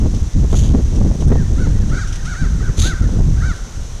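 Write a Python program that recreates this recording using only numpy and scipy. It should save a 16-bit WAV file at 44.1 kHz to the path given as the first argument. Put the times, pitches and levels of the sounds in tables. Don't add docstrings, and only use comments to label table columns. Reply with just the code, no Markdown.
import sys
import numpy as np
from scipy import signal
from scipy.fft import rfft, irfft, next_fast_len
from scipy.io import wavfile
from scipy.ndimage import uniform_filter1d, map_coordinates

SR = 44100
rng = np.random.default_rng(int(sys.argv[2]) if len(sys.argv) > 2 else 0)


def to_wav(sig):
    pcm = np.clip(np.atleast_2d(sig), -1, 1) * 32767
    pcm = np.round(pcm).astype(np.int16)
    wavfile.write(sys.argv[1], SR, pcm.T)


N = 176400

# t/s at the top, top f/Hz, rise/s, fall/s, level/dB, roughness/0-1, overtones/dB
MEWS = [(1.338, 943, .11, 0.18, -41, 0.38, -6), (1.619, 754, .105, 0.11, -37, 0.33, 1),
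        (1.775, 960, .14, .14, -46, 0.3, -11), (1.957, 757, 0.098, .10, -34.5, 0.37, -2.5),
        (1.999, 805, .12, 0.091, -33.5, 0.23, 4.5), (2.171, 947, .12, .13, -45, 0.65, -1),
        (2.303, 764, .10, .098, -33.5, 0.41, 2), (2.404, 785, .115, 0.11, -34.5, 0.14, 2.5),
        (2.56, 731, 0.12, 0.16, -47.5, 0.55, -11), (2.655, 762, .11, 0.1, -37.5, 0.39, -3),
        (2.886, 783, .112, 0.1, -29.5, 0.14, -1.5), (3.001, 751, .11, .11, -40, .45, -4),
        (3.41, 780, 0.11, .11, -39.5, 0.55, -6), (3.472, 770.6, .117, 0.11, -31.5, 0.18, 1)]
# f/Hz, gain/dB
THROAT = [(400, -32), (780, -15), (1130, -13), (1310, 2.5), (1560, 1.5), (1900, -3.5), (2350, -17),
          (3000, -24), (3800, -16.5), (4600, -18.5), (5400, -20), (6400, -11), (7100, -22), (8200, -27),
          (12000, -51)]
# f/Hz, share/0-1
OVERTONE_SHARE = [(1900, 0), (2900, 1)]
# t/s, attack/s, hold/s, release/s, level/dB, nasal resonance f/Hz
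SNORTS = [(0.483, 0.1, 0.015, 0.16, -32, 3260), (2.766, 0.034, 0.062, 0.068, -24, 3720)]
# f/Hz, level/dB
NOSTRIL_SPECTRUM = [(400, -9), (1200, -13), (2300, -9), (3500, -7), (4600, -4.5), (5400, -12), (6400, 4.5),
                    (7000, -3), (8000, -11.5), (9000, -15), (10000, -11.5), (10800, -18.5), (11500, -24.5),
                    (13800, -25)]
# t/s, level/dB
SPLASHES = [(.145, -35.5), (.955, -36), (1.205, -36), (1.893, -40), (2.072, -31.5), (2.124, -32.5),
            (2.153, -36), (2.25, -33.5), (3.558, -38)]
# f/Hz, level/dB
SPRAY_SPECTRUM = [(1000, -15), (3200, 5.5), (4600, -4), (5900, 12), (7200, -4), (9000, -3.5), (13500, -28)]
# t/s, level/dB
DRIPS = [(1.281, -26)]
# f/Hz, level/dB
DRIP_SPECTRUM = [(2000, -29.5), (3200, -15), (4800, -8), (5900, 9), (7000, -14), (8600, 10), (10500, -19),
                 (13500, -22)]
# t/s, relative level/dB
GUSTS = [(0.0, -9), (0.2, -16), (0.23, -10.5), (0.32, -26), (0.36, -8.5), (0.5, -12.5), (0.56, -7.5),
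         (0.91, -13), (1.08, -7), (1.16, -19), (1.26, -7.5), (1.41, -11), (1.46, -15.5), (1.5, -11),
         (1.9, -11), (1.93, -14.5), (2.23, -19), (2.27, -17), (2.38, -23.5), (2.42, -11), (2.66, -15.5),
         (2.7, -9), (2.75, -35), (2.78, -7.5), (2.99, -21), (3.01, -9.5), (3.06, -9), (3.1, -17),
         (3.19, -8.5), (3.52, -14), (3.58, -31.5), (3.61, -18), (3.7, -33.5), (3.79, -16.5), (3.84, -23.5),
         (4.0, -23)]
# f/Hz, level/dB
RUMBLE_SPECTRUM = [(8, -23), (18, 3), (30, 2.5), (50, 0.5), (75, -8.5), (120, -16), (250, -42), (400, -51),
                   (900, -70), (3000, -110)]
# f/Hz, level/dB
BUFFET_SPECTRUM = [(30, -34), (65, 1.5), (100, -1), (160, -7.5), (250, -18.5), (400, -33), (900, -58.5),
                   (3000, -110)]
# t/s, relative level/dB
TURBULENCE_LEVELS = [(0.04, -21.5), (0.35, -44), (0.45, -19.5), (0.49, -43.5), (0.54, -13.5), (0.57, -31.5),
                     (0.78, -18.5), (0.84, -37), (1.05, -19), (1.2, -32), (1.22, -21), (1.25, -39),
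                     (1.32, -15), (1.47, -37.5), (1.5, -23), (1.88, -31.5), (1.94, -25), (2.04, -43),
                     (2.38, -50), (2.41, -37.5), (2.94, -29.5), (2.96, -61), (3.02, -29), (3.47, -36),
                     (3.5, -42), (4.0, -46)]
# f/Hz, level/dB
TURBULENCE_SPECTRUM = [(60, -12.5), (150, 4), (250, 0), (400, -7.5), (700, -19.5), (1200, -33.5),
                       (2500, -46), (8000, -76)]
# t/s, level/dB
SLAPS = [(.529, -14.5), (.543, -11.5), (1.012, -19), (1.045, -25), (1.112, -20), (1.222, -16), (1.296, -15),
         (1.322, -10), (1.354, -15), (1.669, -16), (3.09, -22.5), (3.188, -19), (3.206, -18)]
# f/Hz, level/dB
SLAP_SPECTRUM = [(40, -8), (200, 0), (450, -3), (900, -10.5), (1500, -25), (3000, -41), (8000, -80)]
# f/Hz, t60/s
FOREST_DECAY = [(300, 1), (1500, 1), (6000, 0.66), (12000, 0.6)]
# f/Hz, level/dB
HISS_SPECTRUM = [(530, -17), (900, -1), (1030, 0), (1130, -1), (1460, -3), (1690, -4.5), (1900, -3.5),
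                 (2060, -6), (2440, -7.5), (3700, -4.5), (4870, -7), (6050, 3.5), (7280, -5.5),
                 (10400, -17.5), (14000, -27.5)]
# f/Hz, level/dB
AIR_SPECTRUM = [(40, 7.5), (200, -7), (400, 1.5), (800, -4), (1200, -53), (2500, -36.5)]


def mews(jitter=0.0565, rasp_depth=0.88, push_db_per_s=26, lag_s=0.0017):
    out = np.zeros(N)
    for top_s, top_hz, rise, fall, db, rough, overtone_db in MEWS:
        span = slice(int(top_s * SR) - SR // 5, int(top_s * SR) + SR // 5)
        t = clock()[span] - top_s
        side_s = np.where(t < 0, rise, fall)
        shake = lambda rate: map_coordinates(rng.standard_normal(512), [(t - t[0]) * rate], mode="wrap")
        arch_hz = top_hz * np.exp(-(t / side_s) ** 2)
        pitch = arch_hz * (1 + jitter * rough * shake(190))
        phase = 2 * np.pi * np.cumsum(pitch) / SR
        plateau = np.exp(-np.abs((t - lag_s) / (0.55 * side_s)) ** 3.8)
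        swell = np.sqrt(2) * amp(db + push_db_per_s * t) * plateau
        for k in range(1, 15):
            hoarse = rough + 0.037 * (k - 1)
            rasp = 1 - hoarse / 2 + rasp_depth * hoarse * (shake(300) + 1j * shake(300))
            gain = amp(along(THROAT, k * pitch) + overtone_db * along(OVERTONE_SHARE, k * pitch))
            out[span] += swell * gain * np.real(rasp * np.exp(1j * k * phase))
    return out


def snorts(nasal_db=8, nasal_width_hz=580, treble_hz=5060, flap_db=1.45):
    out = np.zeros(N)
    for start, attack, hold, release, db, nasal_hz in SNORTS:
        knots = start + np.cumsum([0, attack, hold, release])
        blow = amp(db) * np.interp(clock(), knots, [0, 1, 1, 0])
        nose = lambda hz: amp(nasal_db * np.exp(-((hz - nasal_hz) / nasal_width_hz) ** 2))
        air = unit(filtered(noise(NOSTRIL_SPECTRUM), nose))
        treble = filtered(air, lambda hz: hz > treble_hz)
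        treble_db = np.interp(clock(), knots[[1, 3]], [2.75, -5.5])
        out += blow * (air + (amp(treble_db) - 1) * treble)
    return out * amp(flap_db * wobble(140))


def splashes(grain_db=3):
    spray = unit(noise(SPRAY_SPECTRUM) * amp(grain_db * wobble(600)))
    drip = bursts(DRIPS, rise_s=0.0005, t60_s=0.019) * noise(DRIP_SPECTRUM)
    return bursts(SPLASHES, rise_s=0.0011, t60_s=0.14) * spray + drip


def wind(rumble_db=-2, strong_gust_db=-10, buffet_growth=1.51, chop_db=1.5, lump_db=4):
    gust_db = curve(GUSTS)
    rumble = amp(gust_db + rumble_db) * eddies(RUMBLE_SPECTRUM)
    buffet_db = -14.5 + buffet_growth * (gust_db - strong_gust_db) + chop_db * wobble(29.9)
    buffet = amp(buffet_db) * eddies(BUFFET_SPECTRUM)
    lumps = unit(noise(TURBULENCE_SPECTRUM) * amp(lump_db * wobble(70)))
    turbulence = amp(curve(TURBULENCE_LEVELS) + 2) * lumps
    slaps = bursts(SLAPS, rise_s=0.00082, t60_s=0.039) * noise(SLAP_SPECTRUM)
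    return rumble + buffet + turbulence + slaps


def eddies(spectrum):
    x = noise(spectrum)
    power = np.abs(uniform_filter1d(x ** 2, size=4400))
    return x / np.sqrt(power + 1e-6)


def forest_echo(x, build_s=0.01):
    hz, t, bands = signal.stft(rng.standard_normal(SR), SR, nperseg=256)
    decay = amp(-60 * t / along(FOREST_DECAY, hz)[:, None])
    onset = 1 - np.exp(-t / build_s)
    tail = signal.istft(bands * decay * onset, SR, nperseg=256)[1]
    return signal.fftconvolve(x, tail / np.linalg.norm(tail))[:N]


def background(hiss_db=-40.5, air_db=-44):
    return amp(hiss_db) * noise(HISS_SPECTRUM) + amp(air_db) * noise(AIR_SPECTRUM)


def amp(db):
    return 10 ** (np.asarray(db) / 20)


def unit(x):
    return x / np.sqrt(np.mean(x ** 2) + 1e-20)


def clock():
    return np.arange(N) / SR


def along(points, hz):
    freqs, values = np.transpose(points)
    return np.interp(np.log(hz + 1), np.log(freqs + 1), values)


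def curve(rows):
    return np.interp(clock(), *np.transpose(rows))


def wobble(rate):
    return map_coordinates(rng.standard_normal(4096), [clock() * rate], mode="wrap")


def filtered(x, response):
    size = next_fast_len(N + SR // 2)
    return irfft(rfft(x, size) * response(np.fft.rfftfreq(size, 1 / SR)), size)[:N]


def noise(spectrum):
    return unit(filtered(rng.standard_normal(N), lambda hz: amp(along(spectrum, hz))))


def bursts(rows, rise_s, t60_s):
    ages = [(np.maximum(clock() - start, 0), db) for start, db in rows]
    return sum((1 - np.exp(-age / rise_s)) * amp(db - 60 * age / t60_s) for age, db in ages)


def scene(echo_db=-10.5, near_send_db=-8):
    calls = mews()
    near = snorts() + splashes()
    echo = amp(echo_db) * forest_echo(calls + amp(near_send_db) * near)
    return (calls + near + echo + wind() + background())[None]


def record(dry, ceiling=0.54, dc_block_hz=1, top_hz=14000):
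    clipped = dry[0] / (1 + np.abs(dry[0] / ceiling) ** 12) ** (1 / 12)
    passband = lambda hz: 1j * hz / (dc_block_hz + 1j * hz) * (hz < top_hz)
    return filtered(clipped, passband)[None]


dry = scene()
out = record(dry)
to_wav(out)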